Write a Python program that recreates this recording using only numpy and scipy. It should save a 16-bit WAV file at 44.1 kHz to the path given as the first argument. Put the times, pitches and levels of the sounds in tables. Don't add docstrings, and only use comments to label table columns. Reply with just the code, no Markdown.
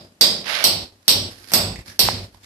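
import sys
import numpy as np
from scipy import signal
from scipy.io import wavfile
from scipy.ndimage import uniform_filter1d

SR = 44100
rng = np.random.default_rng(int(sys.argv[2]) if len(sys.argv) > 2 else 0)


def wav_record(signal):
    frames = np.transpose(np.atleast_2d(signal))
    bounded = np.clip(frames, -1, 1)
    quanta = np.round(bounded * 32767).astype(np.int16)
    wavfile.write(sys.argv[1], SR, quanta)


def convert_level_to_amplitude(level_db):
    exponent = np.asarray(level_db, float) / 20
    return 10 ** exponent


N = 108045
EDGES_HZ = 30 * 2 ** np.arange(0, 9.1, .375)
CENTRES_HZ = np.sqrt(EDGES_HZ[1:] * EDGES_HZ[:-1])


def rms_one(x):
    return x / np.sqrt(np.mean(x ** 2) + 1e-20)


def at_hz(points, hz):
    curve_hz, values = np.transpose(points)
    return np.interp(np.log(hz), np.log(curve_hz), values)


def pan(left_over_right_db):
    return convert_level_to_amplitude(np.multiply.outer([.5, -.5], np.atleast_1d(left_over_right_db)))


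def ring(clicks, hz, t60_s):
    r = convert_level_to_amplitude(-60 / (max(t60_s, 1e-3) * SR))
    w = 2 * np.pi * hz / SR
    return signal.lfilter([0, np.sin(w)], [1, -2 * r * np.cos(w), r * r], clicks + 1e-18)


def add(out, sound, start_s):
    i = int(round(start_s * SR))
    part = sound[:, max(-i, 0):N - i]
    out[:, max(i, 0):max(i, 0) + part.shape[1]] += part


# frequency in Hz, raw likeness (no unit, scaled in bands).
RAW_LIKENESS = [(60, 0.97), (180, 1), (530, 0.87), (1590, 0.13), (4730, 0.36), (14100, -0.19)]
# frequency in Hz, left over right in dB.
LEAN_DB = [(100, 3.5), (500, 4.5), (1000, 2.5), (4000, -2), (8000, 3.5), (13000, -9)]


def bands(white):
    out = []
    for k, hz in enumerate(CENTRES_HZ):
        band = signal.butter(2, EDGES_HZ[k:k + 2], "band", fs=SR, output="sos")
        mid, side = signal.sosfilt(band, white[k % 2])
        alike = np.clip(at_hz(RAW_LIKENESS, hz) * 1.405 - .4, -1, 1)
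        stereo = np.sqrt(1 + alike) * mid + np.sqrt(1 - alike) * side * [[1], [-1]]
        out.append(pan(at_hz(LEAN_DB, hz)) * stereo)
    return np.array(out)


def colour(noise, spectrum):
    return rms_one(np.tensordot(convert_level_to_amplitude(at_hz(spectrum, CENTRES_HZ)), noise, axes=1))


# frequency in Hz, relative density in dB.
FLOOR_SPECTRUM_DB = [(15, -44), (25, -20), (166, -17.5), (260, -9), (331, -14.5), (506, -18), (4870, -26.5),
                     (9470, -29), (13400, -30.5), (14500, -32.5)]


def background(noise):
    floor_rms_db = -44
    return convert_level_to_amplitude(floor_rms_db) * colour(noise[:, :, ::-1], FLOOR_SPECTRUM_DB)


# frequency in Hz, t60 in s.
ROOM_T60_S = [(60, 1.03), (160, 0.78), (420, 0.92), (1100, 0.49), (2900, 0.51), (5000, 0.48), (8000, 0.34),
              (13000, 0.24)]
# frequency in Hz, time constant in s.
ROOM_BUILD_S = [(50, 0.16), (120, 0.066), (300, 0.004), (1000, 0.0082), (5000, .0015)]


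def room(sound, noise):
    early_db, early_t60_s = -9.5, 0.05
    t = np.arange(noise.shape[2]) / SR
    decay = convert_level_to_amplitude(-60 * t / at_hz(ROOM_T60_S, CENTRES_HZ)[:, None])
    build = -np.expm1(-t / at_hz(ROOM_BUILD_S, CENTRES_HZ)[:, None])
    shape = decay * build * (1 + convert_level_to_amplitude(early_db - 60 * t / early_t60_s))
    response = 0.15 * np.einsum("bt,bct->ct", shape, noise)
    return signal.fftconvolve(response, sound[None], axes=1)


# time in s, level in dB, left over right in dB.
HARD_STROKE = [(.435, -48, -11), (.47, -33.5, -17.5), (.5, -27.5, -16.5), (.55, -23.5, -11.5),
               (.575, -25.5, -11.5), (.6, -25.5, -9.5), (.64, -30, -21)]
# time in s, level in dB, left over right in dB.
SHUFFLES = [
    [(0.99, -83, -9.5), (1.016, -71, -5.5), (1.028, -45.5, -12.5), (1.042, -68.5, -6.5), (1.07, -39, 0)],
    [(1.31, -37, -1.5), (1.334, -46.5, -15.5), (1.416, -39, -7), (1.47, -44, -14), (1.484, -40.5, -14.5),
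     (1.51, -34, -3)],
    [(1.855, -45, -11), (1.877, -34, -1), (1.907, -37, -3.5), (1.917, -39.5, -1), (1.965, -39, -2),
     (1.98, -46, -3)],
    [(2.2, -63, -1.5), (2.262, -72.5, -0.5), (2.326, -57.5, -21), (2.344, -45.5, -8.5), (2.398, -49, 3.5),
     (2.45, -38.5, 1)],
]
# frequency in Hz, relative density in dB.
HARD_SPECTRUM_DB = [(120, -22), (200, -32), (266, -56), (297, -38), (566, -2), (809, -6.5), (1950, -1),
                    (4950, -6.5), (6240, -24), (12800, -20.5), (14500, -41)]
# frequency in Hz, relative density in dB.
SHUFFLE_SPECTRUM_DB = [(120, -36.5), (200, -23), (753, -17), (968, -14.5), (1600, -2), (3280, -10),
                       (5220, -0.5), (6710, -17), (13300, -7.5), (14500, -56)]


def scrapes():
    grains_per_s, grain_spread_db, grain_share = 1800, 3.3, .45
    sizes = convert_level_to_amplitude(grain_spread_db * np.minimum(rng.exponential(1, N), 5))
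    grains = sizes * (rng.random(N) < grains_per_s / SR)
    grit = rms_one(uniform_filter1d(grains, size=12))
    roughness = 1 - grain_share + grain_share * grit
    noise = bands(rng.standard_normal((2, 2, N)) * roughness)
    t = np.arange(N) / SR
    out = np.zeros((2, N))
    strokes = [(HARD_STROKE, HARD_SPECTRUM_DB)] + [(rows, SHUFFLE_SPECTRUM_DB) for rows in SHUFFLES]
    for rows, spectrum in strokes:
        s, db, pan_db = np.transpose(rows)
        gain = np.interp(t, np.r_[s[0] - .01, s, s[-1] + .01], np.r_[0, convert_level_to_amplitude(db), 0])
        out += gain * pan(np.interp(t, s, pan_db)) * colour(noise, spectrum)
    return out


# start in s, level in dB, pitch in Hz, t60 in s, rattle t60 in s, room level in dB,
# left over right in dB.
STONES = [(1.742, -49.5, 2220, .004, 0.0035, -20, -7.5), (1.758, -30, 2200, 0.0038, 0.028, -12.5, -8.5),
          (1.9, -35, 1694, .03, 0.0034, -10, -12), (2.053, -33.5, 2300, 0.0015, 0.002, -10.5, 56),
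          (2.0872, -3, 860, 0.0076, 0.00087, -36, -10), (2.345, -38.5, 970, 0.014, 0.013, -17, -13),
          (2.43, -38, 2210, 0.0054, 0.0208, -1.5, -6.5)]


def knocks(noise):
    out = np.zeros((2, N))
    t = np.arange(SR // 10) / SR
    for k, (s, db, hz, t60_s, rattle_s, room_db, pan_db) in enumerate(STONES):
        rattle = 0.23 * rng.standard_normal(len(t)) * convert_level_to_amplitude(-60 * t / rattle_s)
        touches = (t == 0) + rattle
        modes = ring(touches, hz, t60_s) - .5 * ring(touches, 3.4 * hz, t60_s * 0.38)
        high_pass = signal.butter(2, .6 * hz, "high", fs=SR, output="sos")
        hit = signal.sosfilt(high_pass, convert_level_to_amplitude(db) * modes)
        add(out, pan(pan_db) * hit, s)
        echo = room(hit, noise[:, :, k * 7000:k * 7000 + SR // 2])
        add(out, convert_level_to_amplitude(room_db) * pan(pan_db) * echo, s)
    return out


# start in s, level in dB, rod pitch in Hz,
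# then offsets in dB for rod's main mode, head's lowest mode, slab thud, boom and treble,
# then left over right in dB.
BLOW_ROWS = [(-.225, -12, 4910, 7, -3, 10.5, -5.5, -19, -3),
             (.2104, -11.5, 4750, 6.5, -2, 5.5, -15, 2., -4.), (.6405, -10.5, 4510, 3, 0., 5, -2, 3, -3.5),
             (1.0800, -10, 4450, 3.5, 1, 4, 0, 2, -2.5), (1.518, -33, 4790, 2.5, -1.5, 18.5, -3, 7.5, -5.5),
             (1.5357, -10.5, 5220, 4.5, -0.5, 7, 4.5, 2.5, -4.5),
             (1.9922, -12.5, 4540, 5, 2, 6, 7.5, 3.5, -4.5)]
# multiple of rod pitch, level in dB, t60 in s.
ROD_MODES = [(1.001, -1.5, 0.0051), (.68, -7.5, 0.0051), (.84, -1, 0.0045), (.92, -2, 0.0088)]
# frequency in Hz, level in dB, t60 in s.
HEAD_MODES = [(5480, 0.5, 0.004), (6100, -19.5, 0.013), (7150, -14.5, 0.0013), (8180, -6, 0.0046),
              (9830, -16, 0.0074), (11020, -11, 0.0013), (12180, -6.5, 0.0056), (13500, -17, 0.033)]
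# frequency in Hz, level in dB, t60 in s.
SLAB_MODES = [(165.7, -30, 0.051), (247.7, -30.5, 0.036), (352, -35, 0.056), (555, -25, 0.017),
              (708, -22, 0.014), (1020, -18, 0.0053), (1450, -21.5, 0.0074), (2010, -16, 0.0037),
              (2730, -17.5, 0.0049)]
# frequency in Hz, level in dB, t60 in s.
BOOM_MODES = [(62.4, -33, 0.12), (98.2, -27.5, 0.19)]
# frequency in Hz, level in dB, t60 in s.
PING_MODES = [(5750, 5, .012), (12600, 1, .01)]


def blow_modes(hz, rod_db, head_db, thud_db, treble_db):
    bell = (7991, -33, 0.39)
    modes = [(f, db + thud_db, t60_s) for f, db, t60_s in SLAB_MODES]
    for j, (multiple, db, t60_s) in enumerate(ROD_MODES):
        modes.append((multiple * hz, db + (0 if j else rod_db), t60_s))
    for j, (f, db, t60_s) in enumerate(list(HEAD_MODES) + [bell]):
        modes.append((f, db + (treble_db if j else head_db), t60_s))
    return sorted(modes)


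def blows(noise):
    spread_db, direct_db, contact_s, left_lag_s = 1.3, 10, 0.00037, .0001
    crack_db, crack_t60_s, ping_lag_samples = 3.5, 0.0037, 12
    out = np.zeros((2, N))
    t = np.arange(SR // 2) / SR
    click = 1. * (t == 0)
    late_click = np.roll(click, shift=ping_lag_samples)
    for k, (s, db, hz, rod_db, head_db, thud_db, boom_db, treble_db, pan_db) in enumerate(BLOW_ROWS):
        steel, slab = np.zeros(len(t)), np.zeros(len(t))
        for j, (f, d, t60_s) in enumerate(blow_modes(hz, rod_db, head_db, thud_db, treble_db)):
            level = convert_level_to_amplitude(db + d + spread_db * rng.standard_normal())
            body = steel if f > SLAB_MODES[-1][0] else slab
            body += (-1) ** j * level * ring(click, f, t60_s)
        hit = steel + slab
        boom = sum(convert_level_to_amplitude(db + d + boom_db) * ring(click, f, t60_s) for f, d, t60_s in BOOM_MODES)
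        bright_noise = np.diff(rng.standard_normal((2, len(t) + 1)))
        crack = convert_level_to_amplitude(db + crack_db + treble_db - 60 * t / crack_t60_s) * bright_noise
        ping = sum(convert_level_to_amplitude(db + d) * ring(late_click, f, t60_s) for f, d, t60_s in PING_MODES)
        lagged = np.interp(t - left_lag_s, t, hit)
        direct = convert_level_to_amplitude(direct_db) * np.array([lagged, hit]) + crack + ping
        onset = -np.expm1(-t / contact_s)
        add(out, pan(pan_db) * direct * onset, s)
        i = k * 9000
        echo = room(steel, noise[:, :, i:i + SR])
        echo = echo + room(slab + boom, noise[:, :, i + 4000:i + 4000 + SR])
        add(out, pan(pan_db) * echo, s)
    return out


def scene():
    noise = bands(rng.standard_normal((2, 2, N)))
    return background(noise) + scrapes() + knocks(noise) + blows(noise)


def band_limit(x):
    return signal.sosfilt(signal.butter(12, 14700, fs=SR, output="sos"), x)


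def record(dry):
    mic_low_hz, mic_top_hz = 49.6, 14070
    threshold_db, slope_db_per_db, max_cut_db, smooth_s = -31, 1.88, 15.5, .013
    dry = signal.sosfilt(signal.butter(3, mic_low_hz, "high", fs=SR, output="sos"), dry)
    square = np.mean(dry ** 2, axis=0)
    r = np.exp(-1 / (smooth_s * SR))
    power = signal.lfilter([1 - r], [1, -r], square, zi=[np.mean(square[:400])])[0]
    power = np.maximum(power, uniform_filter1d(square, size=256))
    level_db = 10 * np.log10(power + 1e-12)
    gain_db = np.clip(slope_db_per_db * (level_db - threshold_db), -max_cut_db, 0)
    clipped = np.clip(dry * convert_level_to_amplitude(gain_db), -1, 1)
    top_cut = signal.cheby2(6, 24, mic_top_hz, fs=SR, output="sos")
    mix = np.clip(signal.sosfilt(top_cut, clipped), -1, 1)
    return band_limit(mix)


dry = scene()
out = record(dry)
wav_record(out)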